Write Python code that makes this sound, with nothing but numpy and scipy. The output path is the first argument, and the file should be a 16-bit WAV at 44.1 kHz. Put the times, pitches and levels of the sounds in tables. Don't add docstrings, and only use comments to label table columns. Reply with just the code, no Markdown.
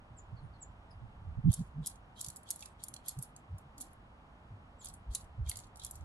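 import sys
import numpy as np
from scipy import signal
from scipy.fft import rfft, irfft
from scipy.io import wavfile
from scipy.ndimage import uniform_filter1d

SR = 44100
rng = np.random.default_rng(int(sys.argv[2]) if len(sys.argv) > 2 else 0)


def wav_out(sig):
    wavfile.write(sys.argv[1], SR, np.round(np.clip(np.atleast_2d(sig).T, -1, 1) * 32767).astype(np.int16))


N = 266496

# t/s, level/dB
BREEZE = [(0, -58), (.4, -52), (.8, -57.5), (1.5, -47), (1.95, -63.5), (2.8, -71), (3.6, -63), (4.2, -62.5),
          (5.1, -57), (5.7, -58), (6.04, -55)]
# hardest push t/s, level/dB, fade/s, scrape on the port/dB
DIGS = [(1.54, -58, 0.14, -60.5), (1.874, -57, 0.074, -65), (2.206, -55, 0.18, -62.5),
        (2.509, -53, 0.064, -63.5), (2.611, -59, .1, -81), (2.837, -60, 0.032, -67.5),
        (3.089, -53, 0.071, -64.5), (3.24, -60.5, 0.037, -80.5), (3.822, -61.5, .08, -76),
        (4.852, -54, 0.064, -65.5), (5.15, -53.5, 0.086, -67.5), (5.501, -53, 0.043, -62),
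        (5.58, -58.5, 0.09, -72), (5.842, -54, 0.05, -58.5), (5.94, -66, 0.079, -85)]
# f/Hz, level/dB
HUSK = [(600, -47), (1800, -27), (2700, -22), (3200, -15), (4300, -6.5), (5400, -7.5), (7200, -1),
        (8700, -2.5), (10000, -0.5), (11500, -4.5), (12200, -12), (13000, -26.5), (15500, -39),
        (17000, -43)]


def gain_of(db):
    return 10 ** (np.asarray(db) / 20)


def unit_rms(x):
    return x / np.sqrt(np.mean(x ** 2) + 1e-20)


def unit_energy(x):
    return x / np.sqrt(np.sum(x ** 2, -1, keepdims=True) + 1e-20)


def read(points, hz):
    f, value = np.transpose(points)
    return np.interp(np.log(hz + 1), np.log(f + 1), value)


def add(mix, s, sound):
    part = mix[..., max(round(s * SR), 0):][..., :sound.shape[-1]]
    part += sound[..., :part.shape[-1]]


def coloured(x, points):
    n = x.shape[-1]
    return irfft(rfft(x) * gain_of(read(points, np.fft.rfftfreq(n, 1 / SR))), n)


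def left_right(pair, side_db=0):
    mid, side = pair
    return mid + gain_of(side_db) * np.array([-side, side])


def hush(level_db=-59.5):
    spectrum = [(15, -40.5), (25, -16), (48, -1), (84, -6), (217, -10), (277, -14), (384, -19.5),
                (503, -18.5), (796, -14), (1230, -19), (1840, -29.5), (2160, -33), (2840, -38),
                (10100, -52), (16000, -73.5)]
    likeness = [(60, 1), (130, 1), (290, 0.83), (640, 0.61), (1400, -0.1), (3100, -0.84), (7000, 0.84),
                (15000, -1.3)]
    balance = [(40, -2), (150, -1), (700, -1), (3000, -0.5), (12000, -0.5)]
    hz = np.fft.rfftfreq(N, 1 / SR)
    mid, side = (unit_rms(coloured(noise, spectrum)) for noise in rng.standard_normal((2, N)))
    correlation = np.clip(read(likeness, hz), -.9, .999)
    sign = np.array([[1], [-1]])
    channels = rfft(mid) + sign * rfft(side) * np.sqrt((1 - correlation) / (1 + correlation))
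    return gain_of(level_db) * irfft(channels * gain_of(sign * read(balance, hz) / 2), N)


def breeze(left_db=-2):
    spectrum = [(15, -8), (45, 7), (100, 4), (200, -15.5), (350, -31.5), (900, -77.5)]
    level_db = np.interp(np.arange(N) / SR, *np.transpose(BREEZE))
    rumble = unit_rms(coloured(rng.standard_normal(N), spectrum))
    return gain_of(level_db) * rumble * gain_of([[left_db], [0]])


def weak_puffs(count=26, centre_hz=104.9, spread_octaves=0.458, length_s=0.0293, left_db=-1.5):
    times = (np.arange(count) + rng.random(count)) / count * N / SR
    size, pitch = rng.standard_normal((2, count))
    db = np.interp(times, *np.transpose(BREEZE)) + 0.5 - 0.5 * size
    hz = centre_hz * 2 ** (spread_octaves * pitch)
    return [(*row, length_s, left_db) for row in zip(times, db, hz)]


def eddy(hz, length, wander=0.17):
    n = round(2 * length * SR)
    drift = np.interp(np.linspace(0, 7, n), np.arange(8), rng.standard_normal(8))
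    turns = np.cumsum(hz * np.exp(wander * drift)) / SR
    return unit_rms(np.hanning(n)) * np.exp(2j * np.pi * (turns + rng.random()))


def puffs(trim_db=-0.5, push_hz=45, push_level_db=-13, lead_rad_per_db=0.14):
    # middle t/s, level/dB, f/Hz, length at half height/s, left over right/dB
    strong_puffs = [(.339, -39.5, 115.6, .026, -4.5), (.452, -45, 109.3, .045, -5.5),
                    (1.04, -46, 108.4, .05, -7.5), (1.29, -41.5, 87, 0.067, -4.5),
                    (1.386, -33, 121.5, 0.028, -7.5), (1.459, -22, 120.5, 0.024, -6),
                    (1.48, -19.5, 149, .02, -8.5), (1.498, -20, 111.4, 0.022, -5.5),
                    (1.607, -33.5, 149, 0.038, -2.5), (1.796, -38, 152.2, 0.064, -2),
                    (2.285, -46.5, 113.7, 0.015, -1.5), (3.189, -39.5, 117, 0.034, -1.5),
                    (3.535, -42, 91.2, .06, -0.5), (3.81, -61.5, 249.7, 0.068, 2),
                    (4.536, -48.5, 103, 0.061, 0), (5.101, -39, 59, 0.048, 0),
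                    (5.415, -33.5, 78.2, 0.052, -3), (5.481, -34, 60.2, 0.028, -1),
                    (6.026, -42.5, 80, .04, -4)]
    out = np.zeros((2, N))
    for s, db, hz, length, left_db in list(strong_puffs) + weak_puffs():
        left = gain_of(left_db) * np.exp(-1j * lead_rad_per_db * left_db)
        capsules = gain_of(db + trim_db) * np.array([[left], [1]])
        parts = [(hz, 0), (hz * 1.6, -15), (hz * 2.5, -32), (push_hz, push_level_db)]
        wave = sum(gain_of(part_db) * eddy(part_hz, length) for part_hz, part_db in parts)
        add(out, s - length, (capsules * wave).real)
    return out


def bird_chips(chip_fall=.16, thin_fall=0.034, top_at=.22, quaver=0.016, half_echo_db=-69.5):
    chips = [(.159, 0.042, -62, 7840, -60), (.347, 0.038, -78, 4790, -40), (0.52, 0.03, -81, 4800, -44),
             (0.599, 0.043, -53, 7960, -60), (0.628, 0.0075, -59, 8170, -60),
             (0.898, .022, -68.5, 5480, -11), (4.774, 0.062, -63, 7800, -60)]
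    thin_calls = [(.13, 0.067, -96, 9200), (0.367, 0.099, -96.5, 9300), (0.534, 0.079, -104, 9300),
                  (2.655, .06, -91, 8450)]
    calls = [(*row, chip_fall) for row in chips] + [(*row, -np.inf, thin_fall) for row in thin_calls]
    direct, scattered = np.zeros((2, N))
    for s, length, db, top_hz, overtone_db, fall in calls:
        progress = np.linspace(0, 1, round(length * SR))
        arch = 1 - fall * abs((progress - top_at) / (1 - top_at)) ** 1.3
        waver = unit_rms(uniform_filter1d(rng.standard_normal(len(progress)), size=30))
        phase = 2 * np.pi * np.cumsum(top_hz * arch * (1 + quaver * waver)) / SR
        whistle = np.sin(phase) + gain_of(overtone_db) * np.sin(2 * phase)
        note = gain_of(db) * unit_rms(np.sin(np.pi * progress ** 2.5) * whistle)
        echo_db = min(0.6 * (half_echo_db - db), 8)
        add(direct, s, note)
        add(scattered, s, gain_of(echo_db) * note)
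    return direct + tree_echo(scattered[None])


def tree_echo(x, echoes_per_s=2500, onset_s=0.0026):
    decay = [(2000, 0.41), (5000, 0.1), (9000, 0.18), (14000, 0.11)]
    taps = rng.standard_normal((2, SR // 2)) * (rng.random((2, SR // 2)) < echoes_per_s / SR)
    hz, t, bands = signal.stft(taps, SR, nperseg=256)
    bands *= gain_of(-60 * t / read(decay, hz)[:, None]) * (1 - np.exp(-t / onset_s))
    response = unit_energy(signal.istft(bands, SR, nperseg=256)[1])
    return signal.fftconvolve(x, response, axes=1)[:, :N]


def push_db(after_s, fade_s, swell_s=0.048, range_db=14.5):
    return range_db * np.minimum(after_s / swell_s, -after_s / fade_s)


def slips(per_s, spread_db):
    size = gain_of(spread_db * np.minimum(rng.exponential(1, N), 4))
    return size * rng.choice([-1, 1], N) * (rng.random(N) < per_s / SR)


def husk_click(tilt_db_per_octave):
    hz = abs(np.fft.fftfreq(512, 1 / SR))
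    octaves = np.log2(np.clip(hz, 3600, 11000) / 8000)
    log_gain = np.log(gain_of(read(HUSK, hz) + tilt_db_per_octave * octaves))
    return np.fft.ifft(np.exp(np.conj(signal.hilbert(log_gain)))).real


def digging(rustle_db=-3, rest_db=-20, scrape_db=-1, scrape_lead_s=0.054, scatter_s=0.0048):
    rim_spectrum = [(1500, -54.5), (2800, -25.5), (3200, 3), (3900, -0.5), (4800, -12), (10000, -18),
                    (13000, -47.5)]
    t = np.arange(N) / SR
    push, rub = np.zeros((2, N))
    for s, db, fade_s, rub_db in DIGS:
        push += gain_of(db) * np.maximum(gain_of(push_db(t - s, fade_s)) - gain_of(rest_db), 0)
        rub += gain_of(rub_db) * np.interp(t - s + scrape_lead_s, [0, 0.016, 0.12], [0, 1, 0])
    seeds = signal.fftconvolve(slips(per_s=2000, spread_db=3.5), husk_click(-4.5))[:N]
    rim = coloured(slips(per_s=1500, spread_db=4.5), rim_spectrum)
    force = gain_of(rustle_db) * push * unit_rms(seeds) + gain_of(scrape_db) * rub * unit_rms(rim)
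    out, hop = np.zeros((2, N)), SR // 50
    for at in range(0, N, hop):
        scatter = unit_energy(rng.standard_normal((2, hop)) * np.exp(-t[:hop] / scatter_s))
        add(out, at / SR, signal.fftconvolve(force[None, at:at + hop], scatter, axes=1))
    return left_right(out)


def crumbs(count=5, window_s=(-.03, 0.099), trim_db=-0.5, spread_db=2.5, tilt_spread=6):
    rows = []
    for s, db, fade_s, _ in DIGS:
        after_s = rng.uniform(*window_s, count)
        size, tilt = rng.standard_normal((2, count))
        level_db = db + push_db(after_s, fade_s) + trim_db + spread_db * size
        rows += zip(s + after_s, level_db, tilt_spread * tilt)
    return rows


def feeder_response(scatter_db=-1.5, scatter_s=.003, ring_db=-7):
    modes = [(3280, -11, .03), (4332, -7, .07), (5508, -12, .04), (6108, -8, .04), (7096, -1, .03),
             (7650, -3, .025), (7970, -2, .025), (9334, -3, .02), (9950, 0, .03), (10500, -3, .02),
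             (11280, 0, .025), (11740, -5, .03)]
    t = np.arange(SR // 8) / SR
    tick = np.eye(2, len(t))
    scatter = rng.standard_normal((2, len(t))) * np.exp(-t / scatter_s)
    strikes = rng.standard_normal((len(modes), 2, 2, 1))
    ring = np.zeros((2, len(t)))
    for (hz, db, t60), (sine, cosine) in zip(modes, strikes):
        phase = 2 * np.pi * hz * t
        decay = gain_of(db - 60 * t / t60) / np.sqrt(t60)
        ring += decay * (sine * np.sin(phase) + cosine * np.cos(phase))
    return tick + gain_of(scatter_db) * unit_energy(scatter) + gain_of(ring_db) * unit_energy(ring)


def husk_cracks(usual_db=-44.5, splinters_per_s=3500, creak_db=-14, creak_s=0.0023):
    snaps = [(1.5192, -46, 7), (1.5295, -44.5, -1), (1.5386, -37.5, 6), (1.5417, -38.5, 6.5),
             (1.8611, -41, 3), (1.8692, -35.5, 16), (1.8724, -36.5, 1), (2.2085, -49, -2),
             (2.2128, -37, 3.5), (2.2462, -43, -1), (2.2631, -47, -1.5), (2.2852, -43.5, 3),
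             (2.302, -49, 1), (2.3609, -51.5, 8), (2.3677, -52.5, 4), (2.432, -65, 7), (2.5054, -31.5, 10),
             (2.5105, -36.5, 2), (2.56, -50, 18), (2.6253, -51.5, -11.5), (2.6572, -52, -5),
             (2.838, -39.5, 6.5), (2.884, -45.5, 9.5), (2.94, -45.5, -1.5), (2.964, -54.5, -8),
             (3.0826, -41, 3.5), (3.0849, -36.5, 4), (3.092, -40, -0.5), (3.1893, -50.5, 6.5),
             (3.2255, -40.5, 20), (3.233, -50.5, 9.5), (3.3635, -58.5, 2), (3.5827, -63.5, 9.5),
             (3.7808, -57, 1), (3.804, -54, 5), (3.809, -46, 2), (3.813, -44.5, 9), (3.8175, -51.5, 4.5),
             (3.9305, -68.5, 18.5), (4.846, -48, 2.5), (4.8572, -45.5, 2.5), (4.8857, -54.5, 2),
             (4.9393, -55.5, 9), (5.1498, -31.5, 9.5), (5.1535, -38.5, -5.5), (5.489, -49, -5),
             (5.4961, -32, 9.5), (5.5145, -46, -18), (5.5573, -51.5, -6), (5.5701, -47, 0),
             (5.5896, -52.5, -2), (5.758, -63, 0), (5.7716, -60.5, 2.5), (5.7967, -56.5, -10),
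             (5.8484, -38.5, 7.5), (5.8648, -51, 0), (5.9108, -44, 14), (5.9553, -58, 4)]
    out = np.zeros((2, N))
    t = np.arange(-SR // 100, SR // 50) / SR
    creak = gain_of(creak_db) * np.exp(-abs(t) / creak_s)
    for s, db, tilt in list(snaps) + crumbs():
        over_db = db - usual_db
        crumble_s = .0008 * np.exp(-0.04 * over_db)
        splinters = rng.standard_normal(len(t)) * (rng.random(len(t)) < splinters_per_s / SR)
        strain = np.where(t < 0, creak, np.exp(-abs(t) / (2 * crumble_s)))
        snap = signal.fftconvolve((t == 0) + strain * splinters, husk_click(tilt))
        mid_side = unit_energy(signal.fftconvolve(snap[None], feeder_response(), axes=1))
        side_db = min(-0.5 - 0.63 * over_db, 8)
        gain = gain_of(db) * np.sqrt(SR // 200)
        add(out, s + t[0], gain * left_right(mid_side, side_db))
    return out


def tray_knocks(partner_ratio=0.91, partner_db=-5, attack_s=0.00031):
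    blows = [(2.6277, -48, 2650, 0.037), (5.4714, -57, 2340, 0.045), (5.4977, -46, 3130, 0.028),
             (5.5142, -46.5, 2120, 0.035)]
    out, t = np.zeros((2, N)), np.arange(SR // 10) / SR
    for s, db, hz, t60 in blows:
        phase = 2 * np.pi * hz * t
        offset = rng.uniform(-0.88, 1, (2, 1))
        pair = np.sin(phase + offset) + gain_of(partner_db) * np.sin(partner_ratio * phase - offset)
        add(out, s, gain_of(db - 60 * t / t60) * (1 - np.exp(-t / attack_s)) * pair)
    return out


def scene(feeder_echo_db=-12.5):
    balance = [(2000, 4), (3400, 2.5), (4400, -0.5), (5700, -0.5), (7400, 0), (10000, 1), (12000, 0.5),
               (13500, 0)]
    left, right = husk_cracks() + tray_knocks() + digging()
    pecking = np.array([coloured(left, [(hz, -db / 2) for hz, db in balance]),
                        coloured(right, [(hz, db / 2) for hz, db in balance])])
    echo = gain_of(feeder_echo_db) * tree_echo(pecking)
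    return pecking + echo + bird_chips() + puffs() + breeze() + hush()


def record(dry, edge_hz=16000):
    lowpass = signal.firwin(511, edge_hz, window=("kaiser", 9), fs=SR)
    return signal.oaconvolve(dry, lowpass[None], "same")


dry = scene()
out = record(dry)
wav_out(out)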